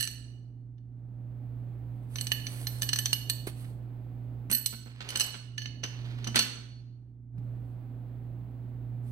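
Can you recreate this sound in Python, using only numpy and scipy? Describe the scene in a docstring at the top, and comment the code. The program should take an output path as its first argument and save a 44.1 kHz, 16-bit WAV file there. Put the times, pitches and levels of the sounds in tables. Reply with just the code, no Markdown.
"""A metal camera bar is turned and laid down

A hand turns a slotted metal bar in a small, hard room. Two loose thumb screws clink and rattle in their slots,
now and then with a thin high ring. The bar drags on a table and clatters down. Skin rubs and bumps on the
metal, once the hand brushes the recording phone, and an appliance hums under everything."""
import sys
import numpy as np
from scipy import signal
from scipy.fft import rfft, irfft
from scipy.io import wavfile
from scipy.ndimage import uniform_filter1d

SR = 44100
rng = np.random.default_rng(int(sys.argv[2]) if len(sys.argv) > 2 else 0)


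def file_out(sig):
    """Save sig as 16-bit WAV at sys.argv[1]."""
    # one column per channel
    cols = np.atleast_2d(sig).T
    # limit, then scale
    lim = np.clip(cols, -1, 1)
    pcm = np.round(lim * 32767).astype(np.int16)
    wavfile.write(sys.argv[1], SR, pcm)


N = 401751
TIME = np.arange(N) / SR
RING = TIME[:SR // 3]  # the time axis of one hit
SIDES = np.array([[1], [-1]])  # plus for left, minus for right

# a thumb screw hits its slot: start_s, level_db, treble_db
CLINKS = [(0.0252, -30, 6.5), (0.0742, -27.5, 1), (.782, -71.5, -37), (2.1576, -28.5, -4.5),
          (2.185, -32, -4.5), (2.2107, -25, 5.5), (2.269, -26.5, -2.5), (2.3179, -19, -5),
          (2.468, -28, -10.5), (2.6694, -26.5, -6.5), (2.82, -20.5, 4), (2.83, -26, -1.5),
          (2.8901, -22.5, -6), (2.9319, -17.5, -2), (2.9593, -24, 1.5), (2.988, -20, 2),
          (3.0575, -16.5, -2.5), (3.1301, -16.5, 2), (3.298, -19.5, 5), (4.5037, -32, 8.5),
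          (4.514, -19, 14.5), (4.6601, -19, 7), (5.0894, -30.5, -3), (5.104, -31.5, -1), (5.1576, -23, -2),
          (5.1725, -26, 7.5), (5.198, -19, 4.5), (5.58, -29, -13), (5.6187, -38, -15.5),
          (5.658, -33, -19.5), (5.8373, -24.5, -14), (6.2439, -33.5, -7), (6.273, -27.5, -5.5),
          (6.3585, -17.5, 8), (6.3908, -14, -3)]
# the tones a screw rings with: pitch_hz, level_db, ring_s (time to fade by 60 dB)
SCREW_MODES = [(1750, -13, 0.05), (2947, -4, 0.045), (4100, -14.5, 0.013), (4287, -4, 0.041),
               (4384, -22, 0.45), (5150, -15.5, 0.059), (6046, 4, 0.033), (8100, -11, 0.026),
               (7890, -9.5, 0.034), (9670, -4.5, 0.034), (10230, -14.5, 0.035), (12000, -22, 0.27),
               (12900, -21, .015)]
# the contact noise of a screw: pitch_hz, level_db
SCREW_CRACK = [(200, -27.5), (900, -9), (1600, -4), (3700, 3), (6000, 0), (9000, 5.5), (16000, -20.5)]


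def screw_clinks(gain_db=-1, graze_db=-21, rebound_db=-14):
    """A loose screw grazes its slot, hits it and bounces back at once."""
    out = np.zeros((2, N))
    for start_s, level_db, treble_db in CLINKS:
        hit = strike(SCREW_MODES, SCREW_CRACK, crack_db=-7, crack_s=0.032, scatter_db=3, detune=0.0054)
        pan_db = -2 + 0.0847 * (level_db + 25)  # on the right, hard hits nearer the middle
        hit = brighten(hit, treble_db) * undb(level_db + gain_db + pan_db * SIDES)
        flight_s = rng.uniform(.002, .006)
        add(out, start_s - flight_s, undb(graze_db) * hit)
        add(out, start_s, hit)
        add(out, start_s + flight_s, undb(rebound_db) * hit)
    return out


def screw_rattles(blows_per_s=400, weaken_db=10, pan_db=-2):
    """A screw skips along its slot in a burst of tiny, weakening blows."""
    # each rattle: start_s, length_s, level_db, treble_db
    bursts = [(0, .06, -30.5, 3), (4.523, .055, -29, 6.5), (5.205, .025, -25, 0.5),
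              (6.394, 0.048, -37, -2.5)]
    out = np.zeros((2, N))
    for start_s, length_s, level_db, treble_db in bursts:
        hit = strike(SCREW_MODES, SCREW_CRACK, crack_db=-10, crack_s=0.0088,
                     scatter_db=4.5, detune=0.0033)
        hit = brighten(hit, treble_db)
        size = int(length_s * SR)
        count = int(blows_per_s * length_s) + 1
        blows = np.zeros(size)
        blows[rng.integers(0, size, count)] = rng.standard_normal(count)
        blows *= undb(-weaken_db * np.arange(size) / size)
        burst = signal.fftconvolve(hit, blows[None], axes=1)
        add(out, start_s, undb(level_db + pan_db * SIDES) * burst / burst[:, :size].std())
    return out


def screw_rings(rim_hz=11980, touchdown_s=5.05):
    """A screw's free rim sings; once the bar is on the table, the grip is loose and clinks ring on."""
    # the rim is left free: start_s, level_db
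    rim_pings = [(0, -28.5), (2.158, -41.5), (2.317, -31.5), (2.668, -31), (2.819, -26), (4.527, -15),
                 (5.21, -33.5)]
    # tones that ring on in the loose grip: pitch_hz, offset_db (compared with the clink)
    loose_modes = [(3020, -15), (5075, -17), (6090, -11)]
    out = np.zeros((2, N))
    for start_s, level_db in rim_pings:
        add(out, start_s, undb(level_db) * sing(rim_hz, ring_s=0.23, swell_s=0.0035))
    for start_s, level_db, _ in CLINKS:
        if start_s > touchdown_s:
            for pitch_hz, offset_db in loose_modes:
                tone = sing(pitch_hz, ring_s=0.25, swell_s=0.0018)
                add(out, start_s, undb(level_db + offset_db) * tone)
    return out


def bar_knocks(gain_db=-2, bounce_s=0.0092, bounce_db=-3):
    """The bar clacks in the hand, lands on one end, then drops flat; every knock bounces twice."""
    # knocks, mostly against the table: start_s, level_db, tilt_db_per_octave (higher is brighter)
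    knocks = [(4.513, -35.5, -7), (4.727, -40.5, -4), (4.860, -45.5, -6), (5.006, -35, -1),
              (5.120, -41, -3.5), (5.155, -34, -1.5), (5.342, -38, 0.5), (5.834, -33.5, -3),
              (6.269, -34, -7), (6.345, -30, -3.5), (6.358, -16, 1), (6.39, -25, 1)]
    # the tones of the whole bar: pitch_hz, level_db, ring_s
    bar_modes = [(228.9, -11, 0.19), (1340, -5, 0.057), (1501.5, -2, 0.077), (2230, -13, 0.064),
                 (2720, -2, 0.071), (3344, -10.5, 0.091), (4010, -13, 0.055), (4365, -7, 0.24),
                 (9403, -13.5, 0.035)]
    # the contact noise of the bar: pitch_hz, level_db
    bar_crack = [(100, -24), (220, 6), (600, -1.5), (1600, 1), (4000, 3.5), (7000, -4), (16000, -33)]
    out = np.zeros((2, N))
    for start_s, level_db, tilt in knocks:
        for bounce in range(3):
            hit = strike(bar_modes, bar_crack, crack_db=4, crack_s=0.041, scatter_db=3, detune=0.0016)
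            hit = unit_start(colour(hit, [(500, -2 * tilt), (8000, 2 * tilt)]))
            add(out, start_s + bounce * bounce_s, undb(level_db + gain_db + bounce * bounce_db) * hit)
    return out


def bar_drags():
    """The bar's edge scrapes over the table."""
    # each scrape: start_s, length_s, level_db
    strokes = [(4.85, 0.13, -60.5), (5.0, 0.28, -47.5), (5.83, 0.22, -56), (6.04, 0.22, -55)]
    # the tone colour of the scrape: pitch_hz, level_db
    spectrum = [(200, 3.5), (700, 3.5), (1800, 4), (4300, 2), (7000, -9.5), (16000, -26)]
    return friction(strokes, spectrum, grain=0.9)


def hand_bumps():
    """The hand makes dull thuds, each with a little tick of skin."""
    # each bump: start_s, level_db, pitch_hz, ring_s, tick_db
    bumps = [(3.472, -22, 371, 0.022, -37), (3.644, -61, 400, .02, -52), (4.499, -34, 207.6, 0.1, -38),
             (7.381, -33.5, 170, 0.064, -63.5)]
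    tick_colour = [(200, -8.5), (900, -6.0), (2000, 1.5), (16000, -16.5)]  # pitch_hz, level_db
    out = np.zeros(N)
    for start_s, level_db, pitch_hz, ring_s, tick_db in bumps:
        thud = fade(ring_s) * np.sin(2 * np.pi * pitch_hz * RING)
        tick = fade(0.084) * unit(colour(rng.standard_normal(len(RING)), tick_colour))
        add(out, start_s, undb(level_db) * thud + undb(tick_db) * tick)
    return out


def skin_rubs():
    """Skin slides and grips on the metal; once, late, the hand brushes the phone that records."""
    # each rub: start_s, length_s, level_db
    strokes = [(1.85, 0.34, -77.5), (2.08, 0.39, -52.5), (2.46, 0.37, -49), (3.468, 0.0061, -34),
               (3.55, .12, -56), (7.6, .12, -78), (9.02, .09, -65.5)]
    # the tone colour of the rub: pitch_hz, level_db
    spectrum = [(300, 5.5), (1500, 0.5), (4000, 0), (6500, -2.5), (9000, 11.5), (13000, -1.5), (16000, -7)]
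    return friction(strokes, spectrum, grain=0.7)


def room(sound, echo_db=0, left_lag_s=0.00019):
    """Bare walls add quick echoes and a tail whose treble dies first."""
    # how long the room rings: pitch_hz, ring_s
    decay = [(200, 0.99), (1000, 0.7), (4500, 0.66), (8000, 0.5), (15000, 0.36)]
    # the share of echo as the bar moves away and down to the table: time_s, level_db
    echo_share = [(0, -9), (2.3, -10.5), (3.3, -12), (5.2, -9), (6.4, -9.5)]
    t = TIME[:SR * 3 // 4]
    band_hz, band_ring_s = np.transpose(decay)
    freq = np.maximum(np.fft.rfftfreq(len(t), 1 / SR), 1)
    noise = rfft(rng.standard_normal((2, len(t))))
    tail = np.zeros((2, len(t)))
    for band, ring_s in zip(np.eye(len(band_hz)), band_ring_s):
        weight = np.interp(np.log(freq), np.log(band_hz), band)
        tail += irfft(noise * weight, len(t)) * fade(ring_s, t)
    early = rng.standard_normal((2, len(t))) * fade(0.083, t)
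    echoes = unit(tail * (t > .008)) + undb(-9) * unit(early * (t > .002))
    left, right = np.broadcast_to(sound, (2, N))
    late_left = np.pad(left, (int(left_lag_s * SR), 0))[:N]  # reaches the left microphone later
    direct = np.array([late_left, right])
    to_walls = direct * undb(echo_db + np.interp(TIME, *np.transpose(echo_share)))
    return direct + signal.fftconvolve(to_walls, echoes / np.sqrt(len(t)), axes=1)[:, :N]


def appliance_hum():
    """An appliance hums with a few low tones that waver."""
    # each tone: pitch_hz, level_db, wobble_db
    tones = [(63.2, -17.5, 2), (119.96, 0.5, 1), (239, -22.5, 3.5), (267.2, -20, 1.5)]
    hum = np.zeros(N)
    for pitch_hz, level_db, wobble_db in tones:
        gain = np.sqrt(2) * undb(level_db + wobble_db * wander(7))
        phase = 0.14 * wobble_db * wander(5.4)
        hum += gain * np.sin(2 * np.pi * pitch_hz * TIME + phase)
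    return hum


def background(hum_db=-39, air_db=-59, drift_db_per_s=-0.1):
    """Hum, low rumble and air noise slowly get quieter and dip three times; the hiss dips most."""
    # the room's rumble: pitch_hz, level_db
    rumble_colour = [(20, -2.5), (62, 5), (85, -1.5), (145, 3), (290, -1.5), (400, -10.5), (800, -50.5)]
    # the air noise: pitch_hz, level_db
    air_colour = [(180, -33.5), (300, -0.5), (385, -6), (418, -7.5), (546, -8), (774, -9.5), (978, -17),
                  (3950, -36), (6620, -44.5), (16000, -35)]
    drift_db = drift_db_per_s * (TIME - TIME.mean())
    low_change_db = dips(drop_db=6.5, sink_db_per_s=2.5, slowness=0.91) + drift_db + 0.8 * wander(3)
    air_change_db = dips(drop_db=7.5, sink_db_per_s=11.5, slowness=1.15) + drift_db
    low = appliance_hum() + undb(-13) * wide_noise(rumble_colour, width_db=-12)
    air = wide_noise(air_colour, width_db=-4) * undb(air_db + air_change_db)
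    hiss = signal.sosfilt(signal.butter(1, 2000, "high", fs=SR, output="sos"), air)
    air += hiss * (undb(air_change_db - 0.06) - 1)  # the hiss takes the change a second time
    return low * undb(hum_db + low_change_db) + air


def dips(drop_db, sink_db_per_s, slowness, fall_s=0.05):
    """The background's change in dB: it drops quickly, sinks steadily, then comes back."""
    # each dip: start_s, length_s, recovery_s (before slowness stretches it)
    quiet_spells = [(0, 0.84, 0.25), (4.49, 0.89, 0.25), (6.348, 0.969, 0.036)]
    change_db = np.zeros(N)
    for start_s, length_s, recovery_s in quiet_spells:
        held_s = np.clip(TIME - start_s, 0, length_s)
        after_s = np.maximum(TIME - start_s - length_s, 0)
        depth_db = drop_db * np.minimum(held_s / fall_s, 1) + sink_db_per_s * held_s
        change_db -= depth_db * np.exp(-after_s / (slowness * recovery_s))
    return change_db


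def strike(modes, crack, crack_db, crack_s, scatter_db, detune):
    """One blow on metal: where it lands changes the tones a little, and the faces grate briefly."""
    ring = np.zeros(len(RING))
    for pitch_hz, level_db, ring_s in modes:
        louder, higher, flip = rng.standard_normal(3)
        tone = np.sign(flip) * np.sin(2 * np.pi * pitch_hz * (1 + detune * higher) * RING)
        ring += undb(level_db + scatter_db * louder) * fade(ring_s) * tone
    noise = rng.standard_normal((2, len(RING))) * fade(crack_s)
    grating = np.array([unit_start(colour(side, crack)) for side in noise])
    return unit_start(ring) + undb(crack_db) * grating


def brighten(hit, treble_db):
    """A sharp contact favours the high tones, a soft one the low tones."""
    tilt = [(2900, -0.14 * treble_db), (4300, 0), (6200, 0.074 * treble_db), (8500, treble_db)]
    return unit_start(colour(hit, tilt))


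def sing(pitch_hz, ring_s, swell_s):
    """One tone builds up and rings out, reaching each microphone at its own point in the wave."""
    phase = 2 * np.pi * rng.random((2, 1))
    swell = 1 - np.exp(-(RING / swell_s) ** 2)
    return swell * fade(ring_s) * np.sin(2 * np.pi * pitch_hz * RING + phase)


def friction(strokes, spectrum, grain, uneven_db=2):
    """Rubbing is many tiny slips of uneven size; each stroke builds, holds and dies away."""
    slips = rng.standard_normal(N) * np.exp(grain * rng.standard_normal(N))
    pressure = np.zeros(N)
    for start_s, length_s, level_db in strokes:
        build = np.clip((TIME - start_s) / (0.25 * length_s), 0, 1)
        release = fade(0.1 + 1.3 * length_s, np.maximum(TIME - start_s - length_s, 0))
        pressure += undb(level_db) * build * release
    return unit(colour(slips, spectrum)) * pressure * undb(uneven_db * wander(40))


def wide_noise(spectrum, width_db):
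    """Steady noise; width_db sets how much left and right differ."""
    middle, side = (unit(colour(rng.standard_normal(N), spectrum)) for _ in range(2))
    return middle + undb(width_db) * SIDES * side


def colour(sound, points, size=8192):
    """Filter a sound along a curve of (pitch_hz, level_db) points."""
    pitch_hz, level_db = np.transpose(points)
    freq = np.maximum(np.fft.rfftfreq(size, 1 / SR), 1)
    gain = undb(np.interp(np.log(freq), np.log(pitch_hz), level_db))
    cepstrum = irfft(np.log(gain))
    cepstrum[1:size // 2] *= 2  # folded forward, so the filter never rings ahead of a hit
    cepstrum[size // 2 + 1:] = 0
    response = irfft(np.exp(rfft(cepstrum)))[:size // 2]
    return signal.oaconvolve(sound, np.array(response, ndmin=sound.ndim), axes=-1)[..., :sound.shape[-1]]


def fade(ring_s, t=RING):
    """Die away by 60 dB in ring_s seconds."""
    return np.exp(-np.log(1000) * t / ring_s)


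def wander(rate_hz):
    """A smooth random curve that swings by about 1."""
    step = int(SR / rate_hz)
    stairs = np.repeat(rng.standard_normal(N // step + 1), step)
    return unit(uniform_filter1d(stairs, step)[:N])


def add(track, start_s, sound):
    """Mix a sound into a track."""
    i = max(int(start_s * SR), 0)
    track[..., i:i + sound.shape[-1]] += sound[..., :N - i]


def undb(db):
    """Turn decibels into a gain."""
    return 10 ** (np.asarray(db) / 20)


def unit(sound):
    """Scale to an average strength (rms) of 1."""
    return sound / np.sqrt(np.mean(sound ** 2))


def unit_start(sound):
    """Scale so that the first 4 ms have a strength of 1."""
    return sound / np.sqrt(np.mean(sound[..., :SR // 250] ** 2))


def scene():
    """Metal and hand sounds in the room, over its hum."""
    rubbing = skin_rubs() + bar_drags()
    metal = screw_clinks() + screw_rattles() + bar_knocks()
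    return room(metal + rubbing) + room(screw_rings() + hand_bumps(), echo_db=-10.5) + background()


def record(dry, top_hz=16000):
    """Each microphone has its own tone colour; the highest treble is cut."""
    # how the two microphones hear: pitch_hz, left_db, right_db
    mics = [(146, -3.5, 2.5), (300, -3, 0.5), (1080, -5, 1), (2400, -6, 3), (4480, -3.5, 1.5),
            (5420, -11, -2.5), (6570, 3.5, -14.5), (6880, -7.5, -10.5), (7630, -8, 2.5), (8800, -10, -2.5),
            (9800, -9.5, -4), (13200, -7.5, 3), (14800, 1.5, -2.5)]
    heard = np.array([colour(dry[side], np.array(mics)[:, [0, side + 1]]) for side in range(2)])
    return signal.sosfilt(signal.ellip(8, .2, 70, top_hz, fs=SR, output="sos"), heard)


dry = scene()
out = record(dry)
file_out(out)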